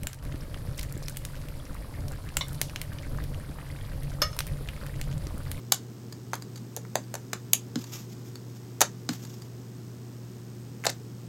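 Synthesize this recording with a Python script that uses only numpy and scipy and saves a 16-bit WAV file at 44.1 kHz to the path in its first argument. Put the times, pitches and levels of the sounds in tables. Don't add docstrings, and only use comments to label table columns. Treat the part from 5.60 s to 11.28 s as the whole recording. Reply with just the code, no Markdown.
import sys
import numpy as np
from scipy import signal
from scipy.fft import rfft, irfft, next_fast_len
from scipy.io import wavfile
from scipy.ndimage import uniform_filter1d, map_coordinates

SR = 44100
rng = np.random.default_rng(int(sys.argv[2]) if len(sys.argv) > 2 else 0)


def generate_wav(signal):
    frames = np.transpose(np.atleast_2d(signal))
    scaled = np.clip(frames, -1, 1) * 32767
    pcm = np.round(scaled).astype(np.int16)
    wavfile.write(sys.argv[1], SR, pcm)


N = 250488
TOP_HZ = 16000


def amp(db):
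    return 10 ** (np.asarray(db) / 20)


def unit(x):
    return x / np.sqrt(np.mean(x ** 2) + 1e-20)


def clock(seconds):
    return np.arange(int(seconds * SR)) / SR


def fade(t, t60):
    return np.exp(-np.log(1000) * t / t60)


def along(points, hz):
    freqs, values = np.transpose(points)
    return np.interp(np.log(hz + 1), np.log(freqs + 1), values)


def filtered(x, response):
    size = next_fast_len(len(x) + SR // 4)
    return irfft(rfft(x, size) * response(np.fft.rfftfreq(size, 1 / SR)), size)[:len(x)]


def coloured(x, spectrum):
    return unit(filtered(x, lambda hz: amp(along(spectrum, hz))))


def whitened(x, bins):
    spectrum = rfft(x)
    power = abs(uniform_filter1d(abs(spectrum) ** 2, bins))
    return irfft(spectrum / np.sqrt(power + 1e-12), len(x))


def band(x, low_hz, high_hz):
    return signal.sosfilt(signal.butter(2, [low_hz, high_hz], "bandpass", fs=SR, output="sos"), x)


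def add(track, start_s, sound):
    part = track[max(round(start_s * SR), 0):][:len(sound)]
    part += sound[:len(part)]


def room_noise(level_db=-46):
    # (frequency [Hz], relative spectral density [dB])
    spectrum = [(25, -40), (55, -14), (80, -8), (105, -2.5), (170, 2.5), (260, -1), (330, -6), (430, -6.5),
                (560, -17), (1100, -21.5), (2300, -28.5), (7000, -29.5), (9800, -39), (13000, -33.5),
                (16000, -34.5)]
    return amp(level_db) * coloured(rng.standard_normal(N), spectrum)


def appliance(mains_hz=60, buzz_db=-65, whine_hz=8120, whine_width_hz=240, whine_db=-70):
    # (multiple of the mains frequency, level [dB])
    harmonics = [(1, -90), (2, -43.5), (6, -57.5)]
    # (frequency [Hz], relative spectral density [dB])
    buzz_spectrum = [(2500, -43), (4200, -6.5), (5100, 7.5), (6000, 2), (7000, 4.5), (8200, -24),
                     (10000, -11.5), (13000, -4), (16000, -18.5)]
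    t, period = np.arange(N) / SR, SR // mains_hz
    hum = sum(amp(db) * unit(np.sin(2 * np.pi * (k * mains_hz * t + rng.random())))
              for k, db in harmonics)
    tick = whitened(rng.standard_normal(period) * fade(t[:period], t60=0.0019), bins=3)
    buzz = coloured(np.resize(tick, N), buzz_spectrum)
    whine = band(rng.standard_normal(N), whine_hz - whine_width_hz / 2, whine_hz + whine_width_hz / 2)
    return hum + amp(buzz_db) * buzz + amp(whine_db) * unit(whine)


def reverberation(x, build_up_s=0.00043):
    # (frequency [Hz], reverberation time [s])
    decay_times = [(200, 0.1), (1000, .15), (3000, 0.16), (7000, 0.15), (14000, 0.11)]
    # (frequency [Hz], gain [dB])
    colour = [(200, 12), (800, 5), (1400, 7.5), (3000, 3.5), (5000, 3), (7000, 4.5), (10000, 2.5),
              (15000, -1.5)]
    out, step = np.zeros(N), SR // 5
    for start in range(0, N, step):
        hz, t, noise = signal.stft(rng.standard_normal(SR // 3), SR, nperseg=256)
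        _, tail = signal.istft(noise * fade(t, along(decay_times, hz)[:, None]), SR, nperseg=256)
        tail *= 1 - np.exp(-np.arange(len(tail)) / SR / build_up_s)
        tail = filtered(tail / np.linalg.norm(tail), lambda f: amp(along(colour, f)))
        add(out, start / SR, signal.fftconvolve(x[start:start + step], tail))
    return out


def echoes(x):
    # (delay [s], gain [dB])
    reflections = [(.0098, -29.5), (0.0177, -26.5)]
    out, treble = np.zeros(N), band(x, low_hz=2500, high_hz=11000)
    for delay, db in reflections:
        add(out, delay, amp(db) * treble)
    return out


def ruptures(samples, per_second, spread_db):
    present = rng.random(samples) < per_second / SR
    return present * rng.choice([-1, 1], samples) * amp(spread_db * rng.standard_normal(samples))


def foam(clumps_per_second=70, clump_db=4.5, gain_db=-1.5):
    # (frequency [Hz], relative spectral density [dB])
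    spectrum = [(600, -7), (1000, -5), (1550, -7), (1850, -7), (2200, -6), (2900, -5), (3500, -3),
                (4200, -7.5), (5000, -1), (6800, 0.5), (9400, -18.5), (13000, -4.5), (16000, -13.5)]
    # (peak time [s], relative level [dB], 20 dB rise time [s], 20 dB release time [s])
    squeezes = [(2.2, -40, 0.033, 0.057), (2.337, -40.5, 0.061, 0.16), (2.52, -59, .05, 0.026),
                (2.68, -53, .15, .04), (2.98, -58, .25, 0.19), (3.51, -45, .02, .24),
                (3.7, -53.5, .1, 0.16)]
    out, t = np.zeros(N), np.arange(N) / SR
    clumps = map_coordinates(rng.standard_normal(N // 100), [t * clumps_per_second])
    bursts = ruptures(N, per_second=1600, spread_db=0.5) * amp(clump_db * clumps)
    fizz = coloured(bursts, spectrum)
    for peak_s, db, rise, release in squeezes:
        below_peak_db = 20 * np.maximum((peak_s - t) / rise, (t - peak_s) / release)
        out += fizz * amp(db + gain_db - below_peak_db)
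    return out


def tear(length_s, tilt_db, fizz_db, pivot_hz=5000, size_spread=0.051):
    # (low edge [Hz], high edge [Hz], relative level [dB], share of the extra fizz)
    registers = [(488, 2320, -7, 0.2), (3190, 5940, -4, 0.097), (5670, 7120, -4.5, 1),
                 (9230, 14100, -8.5, 1)]
    t = clock(0.02)
    rip = ruptures(len(t), per_second=11000, spread_db=4) / (1 + (t / length_s) ** 8)
    rip[0] = 1.3
    rip = whitened(rip, bins=20)[:len(t) // 2]
    size = 1 + size_spread * rng.uniform(-1, 1)
    out = np.zeros(len(rip))
    for low_hz, high_hz, db, share in registers:
        ring = band(rip, low_hz / size, high_hz / size)
        ring *= np.sqrt(length_s * SR) / np.linalg.norm(ring)
        octaves = np.log2(np.sqrt(low_hz * high_hz) / pivot_hz)
        out += amp(db + share * fizz_db + tilt_db * octaves) * ring
    return out


def tears(rows):
    out = np.zeros(N)
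    for start, length, db, tilt_db, fizz_db in rows:
        add(out, start, amp(db) * tear(length, tilt_db, fizz_db))
    return out


def presses(smack_s=0.0031, smack_fizz_db=-12, sink_s=0.00255, attack_s=0.0017):
    # (frequency [Hz], relative level [dB], 60 dB decay time [s])
    modes = [(250, 1, 0.078), (281, -1.5, 0.074), (180, -10.5, 0.16), (413, 2.5, 0.016)]
    # (time [s], smack gain [dB], thump gain [dB])
    contacts = [(2.1566, -25, -23), (3.4902, -19, -22)]
    thumps, t = np.zeros(N), clock(0.25)
    knock = sum(amp(db) * np.sin(2 * np.pi * hz * t) * fade(t, t60) for hz, db, t60 in modes)
    knock *= 1 - np.exp(-t / attack_s)
    for start, _, db in contacts:
        add(thumps, start + sink_s, amp(db) * knock)
    smacks = tears([(start, smack_s, db, 0, smack_fizz_db) for start, db, _ in contacts])
    return band(thumps, low_hz=130, high_hz=900) + smacks


def peeling_ticks(ring_hz=4670, ring_t60=0.026, fizz_db=-1):
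    # (time [s], tear length [s], relative level [dB])
    peels = [(0.525, 0.003, -39), (0.822, 0.0031, -39), (.958, 0.0067, -43), (0.974, 0.01, -47.5),
             (1.382, 0.0027, -52), (1.438, 0.0013, -52), (2.19, 0.0074, -47), (2.24, 0.0051, -40.5),
             (2.756, 0.0017, -37.5), (3.532, 0.0079, -40), (3.6494, 0.0056, -43.5), (3.82, .003, -44)]
    rings, t = np.zeros(N), clock(0.05)
    for start, _, db in peels:
        hz = ring_hz * rng.uniform(0.96, 1.04)
        add(rings, start, amp(db) * np.sin(2 * np.pi * hz * t) * fade(t, ring_t60))
    return rings + tears([(start, length, db, 0, fizz_db) for start, length, db in peels])


def pops(start_ratio=1.42, glide_s=0.00037, ring_cycles=6.56, attack_s=0.00011, ring_gain_db=2):
    # (time [s], tear length [s], tear gain [dB], tilt [dB/octave], extra fizz [dB],
    #  final pocket frequency [Hz], relative pocket level [dB])
    pockets = [(.1209, .004, -9.5, 2.5, -2.5, 820, -21.5), (0.144, 0.0018, -29, 6, -1, 700, -43),
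               (0.7332, 0.0014, -29.5, -3.5, 5.5, 840, -15.5), (0.739, 0.0053, -31, 1.5, -7, 1200, -47),
               (0.753, 0.0041, -35.5, 7, -6, 650, -51), (1.1646, 0.00068, -28.5, 3.5, 7, 503, -35),
               (1.169, .006, -39, 0, 1, 466, -27), (1.2503, 0.0023, -54, -6, 0, 1300, -32.5),
               (1.355, 0.0019, -18, -0.94, 0, 613, -14.5), (1.5407, 0.00195, -29, -1, 3, 520, -25.5),
               (1.552, 0.0039, -34, -1, 4, 694, -29), (1.7317, 0.00069, -26, -4.5, 6, 1030, -39.5),
               (1.733, 0.0027, -22.5, 0.5, -4, 500, -25.5), (1.933, 0.0025, -11, 5.5, 1.5, 2450, -10),
               (1.9400, 0.003, -58, -11.5, -2, 657, -32), (3.2067, 0.0031, -18, 0.1, 4.5, 890, -28),
               (3.2144, 0.0052, -12.5, -0.5, 2.5, 880, -8), (3.2221, 0.0021, -15.5, 2, -17, 625, -15.5),
               (5.239, .001, -43, -8, 12, 1750, -26), (5.2450, .001, -46, 18, -5, 1600, -21),
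               (5.2495, .001, -35, 6, 1, 1500, -16.5), (5.2536, 0.0039, -24.5, 3, -5, 720, -18),
               (5.2659, 0.0056, -14.5, 0.1, -9, 610, -10), (5.2934, 0.0047, -23, 0.5, -19, 600, -46),
               (5.3000, 0.0015, -27, -0.5, 3.5, 600, -44)]
    rings, t = np.zeros(N), clock(0.04)
    for start, length, *_, final_hz, db in pockets:
        hz = final_hz * (1 + (start_ratio - 1) * np.exp(-t / glide_s))
        swing = np.sin(2 * np.pi * np.cumsum(hz) / SR)
        envelope = (1 - np.exp(-t / attack_s)) * fade(t, ring_cycles / final_hz)
        opens_s = start + 0.4155 * length
        add(rings, opens_s, amp(db + ring_gain_db) * swing * envelope)
    rings = band(rings, low_hz=330, high_hz=TOP_HZ)
    return tears([row[:5] for row in pockets]) + rings


def scene(reverb_gain_db=-13):
    slime = pops() + peeling_ticks() + presses() + foam()
    air = room_noise()
    reflected = echoes(slime) + amp(reverb_gain_db) * reverberation(slime)
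    return (slime + reflected + appliance() + air)[None]


def record(dry):
    return filtered(dry[0], lambda hz: hz < TOP_HZ)[None]


dry = scene()
out = record(dry)
generate_wav(out)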